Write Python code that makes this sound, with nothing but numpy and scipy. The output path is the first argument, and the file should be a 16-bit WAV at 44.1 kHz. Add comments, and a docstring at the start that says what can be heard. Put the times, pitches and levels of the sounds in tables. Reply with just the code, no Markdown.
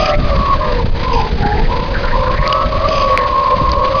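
"""A small model aircraft glides high up. From the start, air sings on its body in two wavering tones,
whistles, hisses past and buffets the microphone; a limiter turns the strongest gusts down. The tones
sink as the glider slows until about 1.5 s, then climb as it speeds up. The servos (small steering
motors) whirr at the start, after 1 s, near 3 s and faintly at the end. From about 2.5 s the body
gives a few sharp knocks, the hardest just after 3 s."""
import sys
import numpy as np
from scipy.fft import rfft, irfft, next_fast_len
from scipy.io import wavfile
from scipy.ndimage import uniform_filter1d, minimum_filter1d, map_coordinates

SR = 44100
rng = np.random.default_rng(int(sys.argv[2]) if len(sys.argv) > 2 else 0)


def materialize(psi):
    """Save the field psi as 16-bit PCM at rate SR to the path in sys.argv[1].

    A 1-D psi becomes a single channel; in a 2-D psi each row is a channel.
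    """
    bounded = np.clip(np.atleast_2d(psi).T, -1, 1)
    quanta = np.round(bounded * 32767).astype(np.int16)
    wavfile.write(sys.argv[1], SR, quanta)


N = 176400
T = np.arange(N) / SR

# tone colour of the rushing air and of the crack in a knock (frequency [Hz], level [dB])
HISS_SPECTRUM = [(100, 4.5), (400, 4.5), (1400, 0.5), (2400, -0.5), (2900, -4), (3800, -3.5), (4800, -4),
                 (5500, -21), (6300, -20.5), (6700, -34), (7200, -77.5)]


def wind_tones():
    """Edges shed little swirls of air and sing: the faster the flight, the higher the two tones."""
    # airspeed, given as the pitch of the upper tone (time [s], pitch [Hz])
    airspeed = [(0, 1227), (.2, 1232), (.4, 1134), (.57, 1102), (.87, 965), (1.1, 1019), (1.2, 898.5),
                (1.36, 835.5), (1.54, 827), (1.76, 1010), (2.25, 1048), (2.45, 1112), (2.88, 1169),
                (3.2, 1090), (3.45, 1069), (3.7, 1069), (3.85, 1096), (4, 1165)]
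    # how strong each tone is (time [s], level [dB])
    upper_levels = [(0.0, -21), (0.122, -21), (0.184, -40), (0.202, -28), (0.534, -13), (0.59, -36),
                    (0.61, -18), (0.776, -30), (0.808, -18), (0.86, -39), (1.174, -16), (1.354, -40),
                    (1.452, -16), (1.632, -23), (1.642, -40), (1.7, -20), (1.74, -20), (2.036, -35),
                    (2.046, -21), (2.11, -35), (2.12, -19), (2.15, -18.5), (2.35, -18), (2.36, -35),
                    (2.412, -17), (2.602, -15), (2.706, -31), (2.716, -17), (2.83, -23), (2.86, -12),
                    (2.88, -31), (2.916, -16), (3.536, -13), (3.576, -31), (3.586, -14.5), (4.0, -16)]
    lower_levels = [(0.0, -17), (0.15, -17), (0.18, -27), (0.31, -21), (0.39, -25), (0.82, -23),
                    (0.93, -26), (1.16, -21.5), (1.19, -26), (2.13, -22.5), (2.16, -17.5), (2.31, -23.5),
                    (2.55, -17), (2.61, -23), (2.65, -14), (2.67, -23), (2.88, -15), (3.41, -23),
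                    (3.51, -15.5), (3.71, -24.5), (3.77, -18.5), (4.0, -21)]
    # the singing edges (pitch [times the upper tone], half width [Hz], level [dB])
    upper_edges = [(.975, 50, -1.5), (.87, 34, -12), (1.12, 25, -17)]
    lower_edges = [(.473, 7, -7), (.5, 8.1, -10), (.54, 16, -6), (.52, 58, -8)]
    # brief extra tones (start [s], length [s], first pitch [Hz], last pitch [Hz], level [dB])
    side_tones = [(0, 0.15, 745, 758, -23), (0, .2, 610, 600.4, -19.5), (.03, .16, 1292, 1330, -25.5),
                  (0.233, 0.14, 595, 546, -24), (0.577, 0.17, 618, 608, -24.5),
                  (0.601, 0.13, 1214, 1190, -29.5), (0.664, .22, 506, 460, -23),
                  (1.023, .13, 1025, 1045, -22.5), (1.16, .11, 1000, 1010, -23),
                  (1.127, 0.11, 478, 462.8, -25.5), (1.424, .22, 418, 443, -25.5),
                  (1.763, .16, 900, 893, -28.5), (2.147, 0.17, 519.2, 515.5, -24),
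                  (2.455, .21, 1257, 1304, -22.5), (2.802, 0.13, 635, 615.9, -22),
                  (3.04, .18, 534.3, 510.4, -18.5), (3.762, .24, 505, 545.5, -21)]
    hz = curve(airspeed) * (1 + .004 * wobble(25))
    upper_db = curve(upper_levels)
    fuzzy, lower = [
        sum(amp(db) * fuzzy_tone(ratio * hz, width, steadiness=1.5) for ratio, width, db in edges)
        for edges in (upper_edges, lower_edges)]
    # the upper tone locks in and turns pure as it grows louder
    half_pure_db, blend_db, waver_db = -16, 3.5, 1.6
    purity = 1 / (1 + np.exp((half_pure_db - upper_db) / blend_db))
    upper = np.sqrt(purity) * fuzzy_tone(hz, width_hz=7, steadiness=9.6)
    upper += np.sqrt(1 - purity) * fuzzy * amp(waver_db * wobble(30))
    side = np.zeros(N)
    for start, length, first, last, db in side_tones:
        glide = curve([(start, first), (start + length, last)])
        side += amp(db) * gate(start, length, fade=.04) * fuzzy_tone(glide, width_hz=8, steadiness=4.9)
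    lower_db = curve(lower_levels) + waver_db * wobble(30)
    return amp(upper_db + .5) * upper + amp(lower_db - 1.2) * lower + side


def buffeting():
    """Wind pushes on the microphone: a lumpy rumble, short thumps and slow, heavy swings of pressure."""
    # strength of the rumble (time [s], level [dB])
    rumble_levels = [(0.0, -18), (0.09, -24), (0.12, -25), (0.15, -9.5), (0.29, -12), (0.32, -15.5),
                     (0.4, -9), (0.47, -23.5), (0.49, -15.5), (0.98, -13), (1.0, -17.5), (1.48, -13.5),
                     (1.53, -17), (1.56, -12.5), (1.92, -16.5), (2.37, -16), (2.39, -11), (2.52, -27),
                     (2.65, -16), (3.25, -22.5), (3.29, -20.5), (3.49, -22), (3.51, -26.5), (3.56, -15),
                     (3.95, -18.5), (4.0, -25.5)]
    # its tone colour (frequency [Hz], level [dB])
    rumble_spectrum = [(8, -4), (22, 4), (50, -1.5), (100, -8), (200, -15.5), (330, -22.5), (700, -32.5),
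                       (1500, -68.5)]
    # short wind thumps (time [s], pitch [Hz], level [dB])
    thumps = [(.207, 170, -12), (0.236, 130, -8), (.41, 130, -9), (.735, 150, -12.5), (.818, 130, -12.5),
              (.847, 150, -1), (1.033, 130, -10), (1.36, 160, -12), (1.41, 170, -10), (1.435, 160, -7),
              (1.46, 160, -6), (1.643, 120, -9.5), (1.83, 190, -10), (3.568, 150, -11), (3.617, 150, -9)]
    # heavy gusts (start [s], length [s], level [dB])
    gusts = [(0.149, 0.047, -3), (.878, .075, 3), (1.631, 0.073, -1)]
    thump_s, gust_hz = .002, 22
    lumps = amp(2 * wobble(40))
    out = amp(curve(rumble_levels) + 1) * unit(lumps * noise(rumble_spectrum))
    for time, hz, db in thumps:
        t = T - time
        out -= amp(db) * np.exp(-(t / thump_s) ** 2 / 2) * np.cos(2 * np.pi * hz * t)
    for start, length, db in gusts:
        t = T - start
        swell = np.sin(np.pi * np.clip(t / length, 0, 1))
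        out += amp(db) * swell * np.sin(2 * np.pi * gust_hz * t)
    return out


def knocks():
    """A stiff part of the body rings for a few cycles, with a little crack of noise."""
    # sharp knocks (start [s], ring pitch [Hz], decay time [s], level [dB])
    hits = [(2.477, 4400, .0006, 1.5), (2.5265, 2916, .002, -3), (2.528, 4790, 0.0018, -6),
            (3.1755, 2190, .0007, 13), (3.7175, 4600, .001, -3)]
    rise_s = .00026
    out, crack = np.zeros(N), .4 * noise(HISS_SPECTRUM)
    for start, hz, decay, db in hits:
        t = np.maximum(T - start, 0)
        envelope = (1 - np.exp(-t / rise_s)) * np.exp(-t / decay)
        out += amp(db) * envelope * (np.sin(2 * np.pi * hz * t) + crack)
    return out


def servos():
    """The steering motors' gears make a rough noise that rings through the aircraft's body."""
    # motor moves (start [s], length [s], level [dB])
    moves = [(-.02, 0.13, -20.5), (1.13, .024, -22), (1.166, 0.02, -23), (1.196, 0.022, -24),
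             (2.884, .145, -23), (3.035, 0.094, -29), (3.946, .07, -34.5)]
    # tone colour of the whirr (frequency [Hz], level [dB])
    whirr_spectrum = [(300, 2), (700, -2), (1500, -11), (2100, -8.5), (2500, 5.5), (2850, -2.5), (3250, 0),
                      (3700, -11), (4300, -10), (4700, 1), (5050, -1), (5580, -24), (5950, -10.5),
                      (6350, -17), (6800, -48), (7500, -75)]
    level = sum(amp(db) * gate(start, length, fade=.012) for start, length, db in moves)
    return level * unit(noise(whirr_spectrum) * amp(3.5 * wobble(170)))


def whistles():
    """Air blows over a gap in breathy, unsteady whistles above the tones."""
    # sliding whistles (start [s], length [s], first pitch [Hz], last pitch [Hz], level [dB])
    glides = [(.05, .12, 1800, 2040, -27), (.57, .13, 1542, 1750, -33), (.71, .08, 1950, 1900, -29),
              (1.408, 0.26, 1550, 1845, -28), (1.93, .17, 1600, 1407, -26), (2.074, .08, 1750, 1860, -28.5),
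              (2.23, 0.13, 1567, 1486, -25.5), (2.34, .16, 1850, 1950, -25),
              (2.773, 0.11, 1910, 1970, -36.5), (3.078, .19, 1955, 1765, -32)]
    out = np.zeros(N)
    for start, length, first, last, db in glides:
        hz = curve([(start, first), (start + length, last)]) * (1 + .05 * wobble(45))
        flicker = amp(5 * wobble(80))
        out += amp(db) * gate(start, length, fade=.021) * unit(flicker * fuzzy_tone(hz, width_hz=190))
    return out


def rushing_air():
    """Passing air makes a broad hiss that flickers as the flow churns."""
    level_db, flicker_db = -27, 2.55
    return amp(level_db + flicker_db * wobble(110)) * noise(HISS_SPECTRUM)


def fuzzy_tone(hz, width_hz, steadiness=0):
    """The tone of shed swirls: narrow noise around a moving pitch. Steadiness evens out its loudness."""
    a, b = [filtered(rng.standard_normal(N), lambda f: 1 / (1 + (f / width_hz / 2) ** 2) ** 2)
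            for _ in range(2)]
    drift = unit(a + 1j * b)  # random changes of strength and phase
    drift = unit(drift / (1 + steadiness * np.abs(drift)))
    phase = 2 * np.pi * np.cumsum(hz) / SR
    return unit((drift * np.exp(1j * phase)).real)


def amp(db):
    """Turn decibels into a factor to multiply by."""
    return 10 ** (np.asarray(db) / 20)


def unit(x):
    """Scale a signal to an average strength (rms) of 1."""
    return x / np.sqrt(np.mean(np.abs(x) ** 2) + 1e-20)


def curve(rows):
    """Join (time [s], value) points with straight lines."""
    return np.interp(T, *np.transpose(rows))


def wobble(rate):
    """A smooth random curve through `rate` points a second."""
    return map_coordinates(rng.standard_normal(4000), [T * rate], mode="wrap")


def filtered(x, response):
    """Multiply each frequency in x by response(frequency)."""
    size = next_fast_len(N + SR // 2)
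    return irfft(rfft(x, size) * response(np.fft.rfftfreq(size, 1 / SR)), size)[:N]


def noise(spectrum):
    """Noise of strength 1, shaped by (frequency [Hz], level [dB]) points."""
    freqs, db = np.transpose(spectrum)
    white = rng.standard_normal(N)
    return unit(filtered(white, lambda hz: amp(np.interp(np.log(hz + 1), np.log(freqs), db))))


def gate(start, length, fade):
    """Fade in, stay on, fade out; all times in seconds."""
    return np.clip(np.minimum(T - start, start + length - T) / fade + .5, 0, 1)


def scene():
    """Add all the sources into one channel."""
    return (wind_tones() + whistles() + rushing_air() + buffeting() + servos() + knocks())[None]


def record(dry):
    """A limiter turns strong gusts down, the high treble is cut, and the hardest knock still clips."""
    ceiling, hold_s, release_s = .81, .0066, .0071
    low_cut_hz, high_cut_hz, after_clip_hz = 10, 6900, 12800
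    x = dry[0]
    strength = np.sqrt(2 * np.abs(uniform_filter1d(x ** 2, size=96)))
    needed_gain = ceiling / np.maximum(strength, ceiling)
    held_gain = minimum_filter1d(needed_gain, int((hold_s + release_s) * SR) + 1)
    gain = uniform_filter1d(held_gain, int(release_s * SR) + 1)
    x = filtered(x * gain, lambda hz: 1j * hz / (low_cut_hz + 1j * hz) * (hz < high_cut_hz))
    return filtered(np.clip(x, -1, 1), lambda hz: hz < after_clip_hz)[None]


dry = scene()
out = record(dry)
materialize(out)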